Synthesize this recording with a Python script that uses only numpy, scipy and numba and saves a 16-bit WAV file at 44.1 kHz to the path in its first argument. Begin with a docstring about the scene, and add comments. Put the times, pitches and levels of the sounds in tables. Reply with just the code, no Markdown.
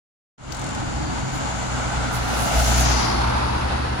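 """A city street, from the kerb, on a spaced pair of microphones. A car sweeps by 2.8 m away, front axle
then rear, with tyre roar, hiss, crackling grit and short swishes. Narrow bands of noise swell and fade.
Vans and cars roll along the far lane over an engine drone and a low rumble.
As the sound fades in, a brief ratchet-like ticking is heard on the left."""
import sys
import numpy as np
from scipy import signal
from scipy.fft import rfft, irfft
from scipy.io import wavfile
from scipy.ndimage import map_coordinates
from numba import njit

SR = 44100
rng = np.random.default_rng(int(sys.argv[2]) if len(sys.argv) > 2 else 0)


def to_wav(s):
    """Save 16-bit WAV."""
    ch = np.atleast_2d(s).T  # columns
    pcm = np.round(np.clip(ch, -1, 1) * 32767)  # PCM
    wavfile.write(sys.argv[1], SR, pcm.astype(np.int16))


N = 176400
T = np.arange(N) / SR
PASS_S, AXLE_GAP_S, SPEED_M_PER_S, DISTANCE_M = 2.8, 0.12, 11.5, 2.8   # the close car
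ROAR_DB, ROAR_FALLOFF, ROAR_REARWARD_DB = -29.5, 0.74, 3
HISS_DB, HISS_FALLOFF, HISS_REARWARD_DB = -33, 1.72, -2.5
ECHO_FAR_S, ECHO_EXTRA_S, ECHO_SHARE, LEFT_ECHO_STRETCH = 0.001056, 0.00031, 0.29, 1.12

# Roar and hiss of tyres close to the kerb: (frequency [Hz], relative density [dB])
ROAR_SPECTRUM = [(150, -4), (350, -3.5), (560, -4), (850, -0.5), (1200, -3.5), (1600, -7), (2200, -15),
                 (3200, -21.5), (4500, -16.5), (6500, -21), (8300, -34), (10300, -20), (12500, -50)]
HISS_SPECTRUM = [(1200, 1), (2500, 2.5), (3600, -1), (5200, -2.5), (6600, -1.5), (8300, -9.5), (10300, -9),
                 (12500, -21), (16000, -29)]
# How alike the microphones hear the near lane: (frequency [Hz], likeness [0-1])
NEAR_LIKENESS = [(200, 0.92), (800, 0.84), (1500, 0.69), (3000, 0.74), (5000, 0.38), (8000, 0.11)]
# Lag of the left microphone as the front axle goes by: (time [s], lag [ms])
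NEAR_LAG = [(2.5, 1.4), (2.7, 1.3), (2.85, 1.04), (3.0, 0.88), (3.3, 0.72), (4, 0.59)]
def axle(behind_s, tread_db=1.3):
    """One close axle: roar thrown rearward, hiss heard only nearby, and a sweeping road reflection."""
    along = SPEED_M_PER_S * (T - PASS_S - behind_s)
    distance = np.hypot(along, DISTANCE_M)
    near, receding = DISTANCE_M / distance, along / distance
    roar_gain = near ** ROAR_FALLOFF * from_db(ROAR_DB + ROAR_REARWARD_DB * receding)
    hiss_gain = near ** HISS_FALLOFF * from_db(HISS_DB + HISS_REARWARD_DB * receding)
    roar = noise(ROAR_SPECTRUM, NEAR_LIKENESS) * roar_gain
    hiss = noise(HISS_SPECTRUM, NEAR_LIKENESS) * hiss_gain
    echo_s = ECHO_FAR_S + ECHO_EXTRA_S * near
    echo = np.array([delayed(roar[0], LEFT_ECHO_STRETCH * echo_s), delayed(roar[1], echo_s)])
    tyres = (roar + ECHO_SHARE * echo + hiss) * from_db(tread_db * drift(52))
    return left_late(tyres, in_time(NEAR_LAG, behind_s)[0])


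def grit(per_s=690, level_db=-42, spread_db=3, falloff=1.7, band_hz=(1500, 8800), lead_s=0.067):
    """Grit crackles under the close tyres: tiny uneven clicks, loudest near the microphones."""
    born = rng.random((2, N)) < per_s / SR
    sizes = from_db(spread_db * np.minimum(rng.exponential(1, (2, N)), 4))
    signs = rng.choice([-1, 1], (2, N))
    band = signal.butter(2, band_hz, "band", fs=SR, output="sos")
    clicks = signal.sosfilt(band, born * sizes * signs + 1e-18)
    near = DISTANCE_M / np.hypot(SPEED_M_PER_S * (T - PASS_S + lead_s), DISTANCE_M)
    return rms_one(clicks) * from_db(level_db) * near ** falloff


# Swishes at the kerb: (time [s], level [dB], half-width [s], left over right [dB])
SWISHES = [(1.36, -50, .025, -20), (1.58, -63, .03, 3), (2.155, -39, .022, -17), (2.27, -48.5, 0.058, -20),
           (2.421, -36, 0.057, -19), (2.615, -35, 0.062, -16), (2.71, -38.5, 0.029, -8),
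           (2.805, -33.5, 0.029, -10), (2.905, -40, .005, -10), (2.901, -49.5, .11, -5),
           (3.05, -67, 0.046, -5), (3.28, -64, 0.063, -5)]
# Their colour: (frequency [Hz], relative density [dB])
SWISH_SPECTRUM = [(4000, 1), (6500, -2.5), (8500, -2.5), (10700, 5), (13000, -6), (16000, -9)]
def swishes(grain_db=2):
    """Short grainy swells in the top treble, mostly on the right microphone."""
    swells = sum(swell(s, db, width) * pan(side_db) for s, db, width, side_db in SWISHES)
    return noise(SWISH_SPECTRUM) * swells * from_db(grain_db * drift(250))


# Narrow bands of noise at the microphones:
# (time [s], level [dB], half-width [s], centre [Hz], bandwidth [Hz], left over right [dB])
NOISE_BANDS = [(1.1, -49.5, 0.17, 4550, 350, 3.5), (1.65, -44, .25, 6730, 900, 12),
               (2.05, -38, 0.31, 1390, 280, -3), (2.5, -45.5, 0.1, 2860, 260, -3),
               (2.57, -31.5, 0.095, 694, 260, 3), (2.66, -35, 0.032, 5900, 2200, -3),
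               (2.85, -39, 0.087, 5150, 450, -4), (3.0, -32.5, .075, 4850, 1700, 12),
               (3.3, -30.5, 0.21, 1000, 378.9, -0.5), (3.5, -34, 0.27, 870, 110, 4)]
# How alike the microphones hear them: (frequency [Hz], likeness [0-1])
BAND_LIKENESS = [(700, 0.72), (3000, 0.72), (5000, 0.22)]
def swelling_bands():
    """Narrow bands of noise swell and fade as the car comes and goes.
    The two far to the left are hiss ringing in that microphone, lower as the car passes."""
    out, hz = np.zeros((2, N)), np.geomspace(200, 16000, 300)
    for s, db, width, centre_hz, band_hz, side_db in NOISE_BANDS:
        band_db = -20 * np.log10(1 + ((hz * hz - centre_hz ** 2) / (hz * band_hz)) ** 2)
        out += noise(np.transpose([hz, band_db]), BAND_LIKENESS) * swell(s, db, width) * pan(side_db)
    return left_late(out, in_time(NEAR_LAG)[0])


# Ticks off to the left: (time [s], level [dB], centre [Hz], relative top treble [dB])
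TICKS = [(0.5214, -22.5, 5500, -18), (0.5462, -30, 6500, -16), (0.5679, -33, 7350, -17),
         (.5925, -34, 7550, -16), (0.615, -34, 7260, -18), (.640, -33, 7050, -25), (0.665, -34, 7500, -25),
         (0.689, -36, 7050, -25), (.708, -40, 7000, -32), (0.749, -34.5, 7250, -27)]
# Colour of one tick: (frequency [multiple of the centre], relative density [dB])
TICK_SPECTRUM = [(.3, -18), (.55, -1.5), (.9, 1.5), (1.2, 2.5), (1.55, -16.5)]
def ratchet(attack_s=0.0004, decay_s=0.0053, top_hz=14500, left_db=17):
    """A quick run of dry ticks on the left microphone, the first lower and harder."""
    out = np.zeros((2, N))
    for s, db, hz, top_db in TICKS:
        age = np.maximum(T - s, 0)
        envelope = (1 - np.exp(-age / attack_s)) * np.exp(-age / decay_s)
        spectrum = [(k * hz, band_db) for k, band_db in TICK_SPECTRUM] + [(top_hz, top_db)]
        out += from_db(db) * envelope * noise(spectrum)
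    return out * pan(left_db)


# Tyres from across the street: (time [s], level [dB])
FAR_LEVEL = [(.6, -33), (1, -34), (1.5, -32), (2.05, -29.5), (2.5, -27.5), (3.1, -33), (4, -30.5)]
# Their colour at that distance: (frequency [Hz], relative density [dB])
FAR_SPECTRUM = [(200, -0.5), (480, -3), (650, -4), (850, 1.5), (1100, -1), (1450, -4), (1900, -9),
                (3200, -14), (4400, -17), (5500, -23), (7000, -22.5), (8400, -25), (10300, -23.5),
                (12000, -43.5), (16000, -77)]
# How alike the microphones hear them: (frequency [Hz], likeness [0-1])
FAR_LIKENESS = [(200, 0.96), (550, 0.68), (1000, 0.53), (1450, 0.57), (2000, 0.43), (2600, 0.54),
                (3500, 0.098), (9000, .05)]
# Their lag at the left microphone: (time [s], lag [ms])
FAR_LAG = [(.7, 1.36), (1.05, 1.31), (1.5, 1.335), (2.2, 1.39)]
def far_lane(flutter_db=1.06):
    """Tyres of the queue of vehicles roll along the far side of the street."""
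    tyres = left_late(noise(FAR_SPECTRUM, FAR_LIKENESS), in_time(FAR_LAG)[0])
    return tyres * from_db(in_time(FAR_LEVEL)[0] + flutter_db * drift(8.1))


# Engine from the kerb: (time [s], firing rate [Hz], relative firing level [dB], relative octave [dB])
ENGINE = [(0.6, 65.3, -41, -39), (0.65, 64.9, -41, -44), (0.85, 62.2, -40, -37), (0.96, 65.1, -28, -40.5),
          (1.34, 64.63, -42, -34.5), (1.44, 63.34, -37, -37.5), (2.0, 60.87, -29, -31.5),
          (2.54, 60.8, -30.5, -40.5), (2.57, 60.6, -19, -38), (2.59, 60.97, -16, -34),
          (2.88, 61, -21.5, -26.5), (2.95, 61.06, -19, -36), (3.05, 59.35, -31, -28.5),
          (3.15, 59.38, -28, -34.5), (3.22, 60.14, -23, -29.5), (3.32, 61.0, -28.5, -32.5),
          (3.92, 60.72, -33.5, -35), (4.0, 64.3, -38, -39)]
# Its weaker orders: (frequency [multiple of the firing rate], level against the octave column [dB])
ENGINE_ORDERS = [(2.5, -14), (3, -14), (4, -12), (5, -16)]
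# A second engine in the street: (time [s], firing rate [Hz], level [dB])
SECOND_ENGINE = [(2.9, 73, -62), (3.3, 72.5, -32), (3.7, 71.24, -31), (4, 71, -32.5)]
def engines(firing_trim_db=-2.5, octave_trim_db=-0.5, flutter_db=1.06, jitter=0.0076):
    """Firing tones with a little flutter, and a second engine beating against them."""
    hz, firing_db, octave_db = in_time(ENGINE)
    phase = 2 * np.pi * np.cumsum(hz * (1 + jitter * drift(8.3))) / SR
    partials = [(1, firing_db + firing_trim_db), (2, octave_db + octave_trim_db)]
    partials += [(k, octave_db + db) for k, db in ENGINE_ORDERS]
    first = sum(from_db(db + flutter_db * drift(7.4)) * np.sin(k * phase + rng.uniform(0, 2 * np.pi))
                for k, db in partials)
    second_hz, second_db = in_time(SECOND_ENGINE)
    second = from_db(second_db) * np.sin(2 * np.pi * np.cumsum(second_hz) / SR)
    drone = np.sqrt(2) * (first + second)
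    return bass_late([drone, drone])


# Street rumble and body drone at the kerb: (time [s], level [dB])
RUMBLE_LEVEL = [(.6, -37), (1.1, -38), (1.6, -38.5), (2.3, -38.5), (2.6, -35), (3.0, -39), (3.6, -35),
                (4, -37.5)]
BODY_LEVEL = [(.6, -34.5), (1.1, -32), (1.7, -37), (2.3, -34), (2.8, -32), (3.2, -33), (3.5, -36), (4, -37)]
# Their colours: (frequency [Hz], relative density [dB])
RUMBLE_SPECTRUM = [(24, -12), (37, -3.5), (48, -3.5), (62, -0.5), (80, -6), (105, -8.5)]
BODY_SPECTRUM = [(100, 0), (140, 0), (180, -3), (230, -1), (300, 0), (360, -5.5), (450, -12.5), (800, -35)]
def rumble():
    """Deep rumble of all the traffic, and the hollow drone of bodies and wheels on the road."""
    deep = noise(RUMBLE_SPECTRUM, NEAR_LIKENESS) * from_db(in_time(RUMBLE_LEVEL)[0])
    body = noise(BODY_SPECTRUM, NEAR_LIKENESS) * from_db(in_time(BODY_LEVEL)[0])
    return bass_late(deep + body)


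# Resonance of the left microphone: (time [s], corner [Hz], square root of damping [ratio])
LEFT_PORT = [(.6, 7160, .36), (1.3, 7120, 0.36), (1.9, 7430, 0.43), (2.25, 7300, 0.61), (2.55, 7400, 0.53),
             (2.8, 6887, 0.43), (3.0, 6250, 0.54), (3.1, 5240, 0.6), (3.22, 4640, 0.69), (4, 4713, 0.75)]
def left_port(pair):
    """The left microphone rings and cuts off lower as the traffic swings round."""
    hz, root_damping = in_time(LEFT_PORT)
    g = np.tan(np.pi * hz / SR)
    ringing = moving_lowpass(pair[0], g, np.maximum(root_damping, .05) ** 2)
    return np.array([moving_lowpass(ringing, g, np.full(N, np.sqrt(2))), pair[1]])


@njit
def moving_lowpass(x, g, damping):
    """Resonant two-pole low-pass whose corner (set by g) and damping move."""
    out, band, low = np.zeros(len(x)), 0., 0.
    for i in range(len(x)):
        b = (band + g[i] * (x[i] - low)) / (1 + g[i] * (g[i] + damping[i]))
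        out[i] = low + g[i] * b
        band, low = 2 * b - band, 2 * out[i] - low
    return out


def left_late(pair, ms):
    """The sound reaches the left microphone later."""
    return np.array([delayed(pair[0], ms / 1000), pair[1]])


def bass_late(pair, lag_share=0.81):
    """Reflections shorten the lag of the bass at the left microphone."""
    return left_late(pair, lag_share * in_time(NEAR_LAG)[0])


def delayed(x, seconds):
    """Read a sound through a moving delay."""
    return map_coordinates(x, [np.arange(N) - seconds * SR], order=3, mode="mirror")


def pan(db):
    """Left and right gains for a level difference, at constant power."""
    return rms_one(from_db(np.array([[db], [-db]]) / 2))


def noise(spectrum, likeness=None):
    """Stereo noise of a given colour and left-right likeness, falling steeply past its ends; rms 1."""
    hz = np.maximum(np.arange(N // 2 + 1) * SR / N, 1)
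    ends = np.minimum(hz / spectrum[0][0], 1) ** 3 * np.minimum(spectrum[-1][0] / hz, 1) ** 3
    alike = np.clip(at_hz(likeness, hz), 0, 1) if likeness else 0
    mid, side = rfft(rng.standard_normal((2, N)))
    pair = np.sqrt(1 + alike) * mid + np.sqrt(1 - alike) * side * [[1], [-1]]
    return rms_one(irfft(pair * ends * from_db(at_hz(spectrum, hz)), N))


def drift(rate_hz):
    """Slow random wander with spread 1, drawn every 40 samples."""
    pole = np.exp(-80 * np.pi * rate_hz / SR)
    white = rng.standard_normal(N // 40 + 2002)
    slow = signal.lfilter([1], [1, -2 * pole, pole * pole], white)[2000:]
    return np.interp(np.arange(N) / 40, np.arange(len(slow)), rms_one(slow))


def swell(peak_s, db, width_s):
    """A bell-shaped rise and fall in gain."""
    return from_db(db) * np.exp(-.5 * ((T - peak_s) / width_s) ** 2)


def in_time(rows, delay=0):
    """The columns of a curve at every sample."""
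    s, *columns = np.transpose(rows)
    return [np.interp(T - delay, s, c) for c in columns]


def at_hz(points, hz):
    """Read a spectrum on a log-frequency axis."""
    point_hz, values = np.transpose(points)
    return np.interp(np.log(hz), np.log(point_hz), values)


def from_db(db):
    """Decibels to gain."""
    return 10 ** (np.asarray(db) / 20)


def rms_one(x):
    """Scale to rms 1."""
    return x / np.sqrt(np.mean(x ** 2) + 1e-20)


def scene():
    """The whole street at the two microphones."""
    tyres = far_lane() + axle(0) + axle(AXLE_GAP_S) + grit()
    return left_port(tyres) + swelling_bands() + engines() + rumble() + swishes() + ratchet()


# Opening fade on both microphones: (time [s], gain [dB])
FADE_IN = [(.374, -90), (.381, -18.5), (.42, -11.5), (.49, -4.5), (.56, -0.5), (.63, 2)]
def record(dry):
    """The sound fades in and the top is cut above 15.9 kHz."""
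    faded = dry * from_db(in_time(FADE_IN)[0])
    return signal.sosfilt(signal.ellip(12, .1, 80, 15900, fs=SR, output="sos"), faded)


dry = scene()
out = record(dry)
to_wav(out)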